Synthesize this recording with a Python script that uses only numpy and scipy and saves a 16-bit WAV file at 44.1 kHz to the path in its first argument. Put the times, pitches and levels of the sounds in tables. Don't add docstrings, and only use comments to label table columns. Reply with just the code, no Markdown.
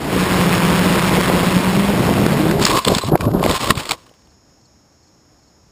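import sys
import numpy as np
from scipy import signal
from scipy.fft import rfft, irfft, next_fast_len
from scipy.io import wavfile
from scipy.ndimage import uniform_filter1d

SR = 44100
rng = np.random.default_rng(int(sys.argv[2]) if len(sys.argv) > 2 else 0)


def master_out(mix):
    frames = np.transpose(np.atleast_2d(mix))
    ceiling = np.clip(frames, -1, 1)
    pcm = np.round(ceiling * 32767).astype(np.int16)
    wavfile.write(sys.argv[1], SR, pcm)


N = 252043
T = np.arange(N) / SR
CASING_HZ, CASING_WIDTH_HZ = 1070, 170
# freq_hz, density_db
SCRAPE_SPECTRUM = [(290, -34), (500, -17.5), (875, -6), (1070, -6), (1340, -9), (1840, -12), (4460, -11),
                   (5700, -15.5)]


def amp(db):
    return 10 ** (np.asarray(db) / 20)


def evened(x):
    return x / np.sqrt(np.mean(x ** 2) + 1e-20)


def add(mix, start_s, sound):
    part = mix[round(start_s * SR):][:len(sound)]
    part += sound[:len(part)]


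def curves(rows):
    s, *columns = np.transpose(rows)
    inside = uniform_filter1d(1. * ((T > s[0]) & (T < s[-1])), size=600, mode="nearest")
    return inside, [np.interp(T, s, column) for column in columns]


def coloured(x, spectrum):
    point_hz, point_db = np.transpose(spectrum)
    size = next_fast_len(len(x))
    hz = np.fft.rfftfreq(size, 1 / SR)
    gain_db = np.interp(np.log(hz + 1), np.log(point_hz + 1), point_db)
    return evened(irfft(rfft(x, size) * amp(gain_db), size)[:len(x)])


def resonate(x, hz, width_hz):
    return signal.lfilter(*signal.iirpeak(hz, hz / width_hz, SR), x)


def lumps(per_s, depth_db):
    knots = rng.standard_normal(2000)
    return amp(depth_db * np.interp(T * per_s % 1999, np.arange(2000), knots))


def crackle(per_s, spread_db):
    chance = rng.random(N)
    size = rng.exponential(1, N)
    sign = rng.choice([-1., 1.], N)
    return evened((chance < per_s / SR) * sign * amp(spread_db * np.minimum(size, 4)))


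def park_wash():
    # freq_hz, density_db
    park_spectrum = [(12, -54.5), (20, -25.5), (69, -1.5), (177, -8), (212, -7), (267, -10), (299, -6.5),
                     (385, -13), (821, -16), (3100, -30), (4800, -28), (6240, -50), (10600, -120)]
    return amp(-56.5) * coloured(rng.standard_normal(N) * lumps(12, 0.57), park_spectrum)


def thin_buzz():
    buzz_partials = [(32, -85), (34, -86), (36, -84), (38, -84), (39, -76), (40, -79), (41, -68), (42, -72),
                     (43, -70), (44, -69), (45, -69), (46, -76), (47, -70)]
    pulse_rate_hz = 125.8
    hiss_hz, hiss_width_hz, hiss_db = 5350, 600, -69
    out = np.zeros(N)
    for k, db in buzz_partials:
        wave = np.cos(2 * np.pi * round(k) * pulse_rate_hz * T + .6 * k ** 2)
        out += np.sqrt(2) * amp(db) * lumps(15, 1.5) * wave
    hiss = resonate(rng.standard_normal(N), hiss_hz, hiss_width_hz)
    return out + amp(hiss_db) * evened(resonate(hiss, hiss_hz, 1500.))


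def cricket():
    # start_s, pulse count
    chirps = [(4.2, 3), (4.603, 2), (4.98, 3), (5.381, 3)]
    gap_s, gap_spread_s = .045, .003
    last_db, swell_db, spread_db = -61, 2.5, 1.5
    t = T[:1100]
    pulse = np.sin(2 * np.pi * np.cumsum(4560. - 12000 * t) / SR) * np.hanning(len(t))
    out = np.zeros(N)
    for start_s, count in chirps:
        for k in range(count):
            late, strong = rng.standard_normal(2)
            db = last_db + swell_db * (k + 1 - count) + spread_db * strong
            add(out, start_s + k * (gap_s + gap_spread_s * late), amp(db) * pulse)
    return out


def air(push):
    # time_s, buffet_db, hiss_db
    air_levels = [(0.0, -28.5, -32), (.1, -22, -26.5), (.19, -21.5, -22), (.33, -20, -21),
                  (1.2, -19.5, -19.5), (1.65, -21.5, -23.5), (2.2, -19, -25.5), (2.5, -18.5, -25.5),
                  (2.58, -18.5, -32.5), (2.66, -17.5, -26.5)]
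    # freq_hz, density_db
    buffet_spectrum = [(15, -45), (25, -23), (70, -9), (130, -5), (300, -7), (500, -10.5), (900, -16.5),
                       (1170, -39)]
    # freq_hz, density_db
    hiss_spectrum = [(410, -10.5), (700, -9.5), (890, -2.5), (1000, 0.5), (1360, -3), (2450, -5.5),
                     (5000, -13), (5700, -13.5)]
    puffs = np.exp(0.2 * evened(push))
    on, (buffet_db, hiss_db) = curves(air_levels)
    buffet = coloured(rng.standard_normal(N) * lumps(60, 2.14), buffet_spectrum)
    grit = rng.standard_normal(N) + 0.5 * crackle(1400, 3.76)
    hiss = coloured(grit * puffs * lumps(150, 0.83), hiss_spectrum)
    hiss += 0.1 * evened(resonate(hiss, CASING_HZ, CASING_WIDTH_HZ))
    return on * (amp(buffet_db) * buffet + amp(hiss_db) * hiss)


def motor_whines():
    # pitch_hz, level_db, end_s
    whines = [(5290, -44, 1.75), (5630, -46, 2.5)]
    fade_s = 0.34
    out = np.zeros(N)
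    for hz, db, end_s in whines:
        phase = 2 * np.pi * np.cumsum(hz * lumps(17, -0.4)) / SR
        fade = np.clip(np.minimum(T, end_s - T) / fade_s, 0, 1)
        out += fade * amp(db) * lumps(30, 3.8) * np.cos(phase)
    return out


def tumble():
    # start_s, length_s, scrape_db, casing_ring_db, rumble_db
    contacts = [(2.628, .075, -8, -32, -14.5), (2.714, .075, -13, -15.5, -17.5),
                (2.814, .055, -29, -75, -39), (2.873, .05, -19, -22.5, -11), (2.943, .045, -21, -43, -25),
                (3.014, .075, -29.5, -38, -43), (3.084, 0.033, -48, -47, -25.5),
                (3.118, 0.038, -42.5, -49.5, -15.5), (3.198, .062, -35, -30.5, -23),
                (3.268, 0.043, -42.5, -49, -22), (3.338, 0.078, -41, -52, -19.5),
                (3.432, .052, -24.5, -28.5, -19), (3.498, .075, -16, -26.5, -21.5),
                (3.606, .07, -20, -30.5, -23.5), (3.697, .02, -18, -29, -15), (3.74, .035, -55, -46, -30.5),
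                (3.776, .04, -25, -55, -31), (3.844, .03, -32.5, -53, -37.5),
                (3.896, .04, -27, -34.5, -27.5)]
    # freq_hz, density_db
    rumble_spectrum = [(15, -37.5), (25, -6), (179, -0.5), (405, -2), (525, -4.5), (647, -5.5),
                       (855, -12.5), (1040, -14.5), (1600, -26), (2080, -49), (3520, -120)]
    # [dB, dB/s]
    grab_db_per_s = np.array([800.5, 898.5, 1499.5])[:, None]
    release_db_per_s = np.array([802, 499.5, 902])[:, None]
    tail_db = np.array([-21.5, -22.5, -25.5])[:, None]
    tail_db_per_s = np.array([69.5, 90, 59])[:, None]
    t = T[::16]
    levels = np.zeros((3, len(t)))
    for start_s, length_s, *layer_db in contacts:
        before = np.maximum(start_s - t, 0)
        after = np.maximum(t - start_s - length_s, 0)
        decay_db = np.maximum(-release_db_per_s * after, tail_db - tail_db_per_s * after)
        shape_db = decay_db - grab_db_per_s * before
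        levels = np.hypot(levels, amp(layer_db)[:, None] * amp(shape_db))
    drag = (.5 * rng.standard_normal(N) + crackle(2500, 3)) * lumps(120, 2.6)
    scrape = coloured(drag, SCRAPE_SPECTRUM)
    ring = resonate(drag, CASING_HZ, CASING_WIDTH_HZ)
    ring = evened(resonate(ring, CASING_HZ, 400.) * lumps(70, 4.0))
    jolts = rng.standard_normal(N) + 0.36 * crackle(400, 2.5)
    rumble = coloured(jolts * lumps(60, 3.0), rumble_spectrum)
    return sum(np.interp(T, t, level) * layer for level, layer in zip(levels, [scrape, ring, rumble]))


def snaps():
    # time_s, level_db, colour_hz
    cracks = [(2.0491, -18, 1503), (2.2633, -14, 1470), (2.5119, -15, 1498), (2.596, -20, 1840),
              (2.6372, -10, 4470), (2.652, 4, 4920), (2.6656, -5, 1847), (2.6873, -14, 3310),
              (2.715, -10, 1618), (2.772, -6, 2160), (2.827, -34.5, 4010), (2.8493, -10.5, 3360),
              (2.8816, -0.5, 3656), (2.949, -8, 4040), (2.9833, -8, 4210), (3.047, -23.5, 4060),
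              (3.1584, -22, 1523), (3.1756, -28.5, 2480), (3.2079, -19.5, 1640), (3.2162, -25, 2457),
              (3.2524, -26.5, 1475), (3.3146, -33, 1500), (3.3957, -27.5, 1480), (3.43, -29.5, 1730),
              (3.4385, -15, 2230), (3.4625, -15.5, 1806), (3.495, -15.5, 2300), (3.5116, -9, 3640),
              (3.609, -22, 3163), (3.6429, -15, 2920), (3.7061, 7, 1490), (3.733, -28.5, 3765),
              (3.7532, -22.5, 3865), (3.777, -21.5, 2240), (3.8013, -24.5, 2540), (3.8325, -26, 3560),
              (3.8547, -21, 2216), (3.8924, -14, 4640), (3.9101, -7.5, 2270), (3.9172, -8.5, 4544),
              (4.093, -49, 3000), (4.139, -50.5, 3200), (4.22, -57, 2500), (4.272, -53, 3200)]
    rise_s, t60_s, ring_t60_s = 0.0069, 0.015, 0.027
    ring_db, ring_per_db, ring_db_per_octave = -0.5, 0.9, -12.5
    t = T[:4000]
    noise = coloured(rng.standard_normal(4000 * len(cracks)), SCRAPE_SPECTRUM).reshape(-1, 4000)
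    rise = np.minimum(t / rise_s, 1) ** 3.2
    shape = amp(-60 * np.maximum(t - rise_s, 0) / t60_s) * rise
    ring = amp(-60 * t / ring_t60_s) * np.sin(2 * np.pi * CASING_HZ * t)
    out = np.zeros(N)
    for time_s, db, hz, burst in ((*row, burst) for row, burst in zip(cracks, noise)):
        burst = evened(0.45 * burst + resonate(burst, hz, 800.))
        add(out, time_s - 0.78 * rise_s, amp(db) * shape * burst)
        octaves = np.log2(hz / CASING_HZ)
        add(out, time_s, amp(ring_db + ring_per_db * db + ring_db_per_octave * octaves) * ring)
    return out


def thumps():
    # start_s, level_db, pitch_hz
    frame_blows = [(0.163, -6, 353), (0.316, -9, 199), (0.905, -10, 178), (1.299, -3, 608),
                   (1.564, -4, 180), (1.674, -11, 196), (2.091, -7.5, 676), (2.264, -4, 300),
                   (2.454, -8, 308), (2.774, -3.5, 353), (2.875, -10, 373), (2.899, -5, 373),
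                   (2.918, -5, 342), (2.964, -9, 193), (3.037, -13, 480), (3.092, -13, 390),
                   (3.12, -4, 328), (3.155, 3, 620), (3.266, -8, 210), (3.348, -6, 300), (3.395, -16, 342),
                   (3.429, -5, 713), (3.462, -2, 520), (3.702, -1.5, 172), (3.717, -6.5, 191),
                   (3.771, -14, 105), (4.113, -39, 500)]
    length_cycles = 1.41
    t = T[:4000]
    out = np.zeros(N)
    for start_s, db, hz in frame_blows:
        cycles = t[t < length_cycles / hz] * hz
        add(out, start_s, amp(db) * np.sin(2 * np.pi * cycles) * np.sin(np.pi * cycles / length_cycles))
    return out


def squeaks():
    # start_s, length_s, pitch_hz, level_db
    tones = [(3.008, 0.027, 4030, -29.5), (3.024, 0.0075, 3980, -31), (3.043, .024, 4000, -36)]
    t = T[:4000]
    out = np.zeros(N)
    for start_s, length_s, hz, db in tones:
        u = t[t < length_s]
        add(out, start_s, amp(db) * np.sin(2 * np.pi * hz * u) * signal.windows.tukey(len(u), .4))
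    return out


def rotors():
    # time_s, blade_pass_hz, level_db
    stretches = [
        [(.05, 186.5, -33), (.17, 185, -28.5), (.21, 184.7, -22.5), (.5, 190, -21.5), (1.0, 187.8, -23),
         (1.63, 185.4, -21.5), (1.78, 200.6, -19), (2.1, 200.3, -28), (2.36, 208.7, -25), (2.46, 200.7, -28.5),
         (2.66, 207, -21)],
        [(.05, 178, -31), (.17, 180, -28.5), (.21, 180, -25.5), (.4, 174.8, -22), (.65, 169.1, -20),
         (.85, 174, -22.5), (1.2, 170.3, -22.5), (1.45, 171.4, -21.5), (1.62, 180.8, -22), (1.9, 176.2, -26),
         (2.3, 169.4, -25), (2.66, 164.4, -23)],
        [(1.95, 115, -28.5), (2.1, 126.9, -28), (2.25, 131.6, -26), (2.4, 152, -26)],
        [(2.37, 143, -34), (2.43, 157.5, -25), (2.5, 159, -25), (2.55, 200, -28), (2.63, 206, -33)],
        [(3.04, 70, -30), (3.085, 150, -20.5), (3.15, 215, -28.5)],
        [(3.2, 85, -28), (3.27, 115, -25.5), (3.345, 170, -15.5), (3.4, 175, -27)],
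    ]
    blade_partials = [(1, -0.5), (2, -13), (3, -18.5), (4, -25.5)]
    # lift of the second partial (labouring rotors groan), level wander, pitch wander [dB]
    strains_db = [0, 0, 0, 16, 6, 6]
    flutters_db = [1.2, 1.2, 2.5, 1.5, 6, 6]
    wavers_db = [.08, .08, .15, .1, 1.6, 1.6]
    hum, push = np.zeros(N), np.zeros(N)
    for rows, strain_db, flutter_db, waver_db in zip(stretches, strains_db, flutters_db, wavers_db):
        on, (hz, db) = curves(rows)
        phase = 2 * np.pi * (np.cumsum(hz * lumps(45., waver_db)) / SR + rng.random())
        wave = np.zeros(N)
        for k, partial_db in blade_partials:
            lift_db = strain_db * (round(k) == 2)
            wave += amp(partial_db + lift_db) * np.cos(round(k) * phase)
        hum += on * amp(db) * lumps(40., flutter_db) * np.sqrt(2) * wave
        push -= on * amp(db) * np.cos(phase + 0.58)
    return hum, push


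def scene():
    hum, push = rotors()
    park = park_wash() + thin_buzz() + cricket()
    plants = tumble() + snaps() + thumps() + squeaks()
    return (park + air(push) + motor_whines() + plants + hum)[None]


def record(dry):
    up, down = 40, 147
    peak_db = 20 * np.log10(abs(dry[0]) + 1e-9)
    fall_db = T * 350.0
    held_peak_db = np.maximum.accumulate(peak_db + fall_db) - fall_db
    over_db = np.maximum(held_peak_db + 7.0, 0)
    late_over_db = np.roll(uniform_filter1d(over_db, size=80), 60)
    ducked = dry[0] / amp(0.59 * late_over_db)
    guard = signal.firwin(301, 5720, window=("kaiser", 4.1), fs=SR)
    guard[150] += amp(-11.)
    guarded = np.pad(signal.oaconvolve(ducked, guard, "same"), (0, -N % down))
    slow = signal.resample(guarded, -(-N // down) * up)
    steps = np.repeat(np.clip(slow, -1, 1), 4)
    held = signal.resample_poly(steps, down, 4 * up)[:N]
    edge = signal.firwin(301, 15300, window=("kaiser", 9), fs=SR)
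    return np.clip(signal.oaconvolve(held, edge, "same"), -1, 1)[None]


dry = scene()
out = record(dry)
master_out(out)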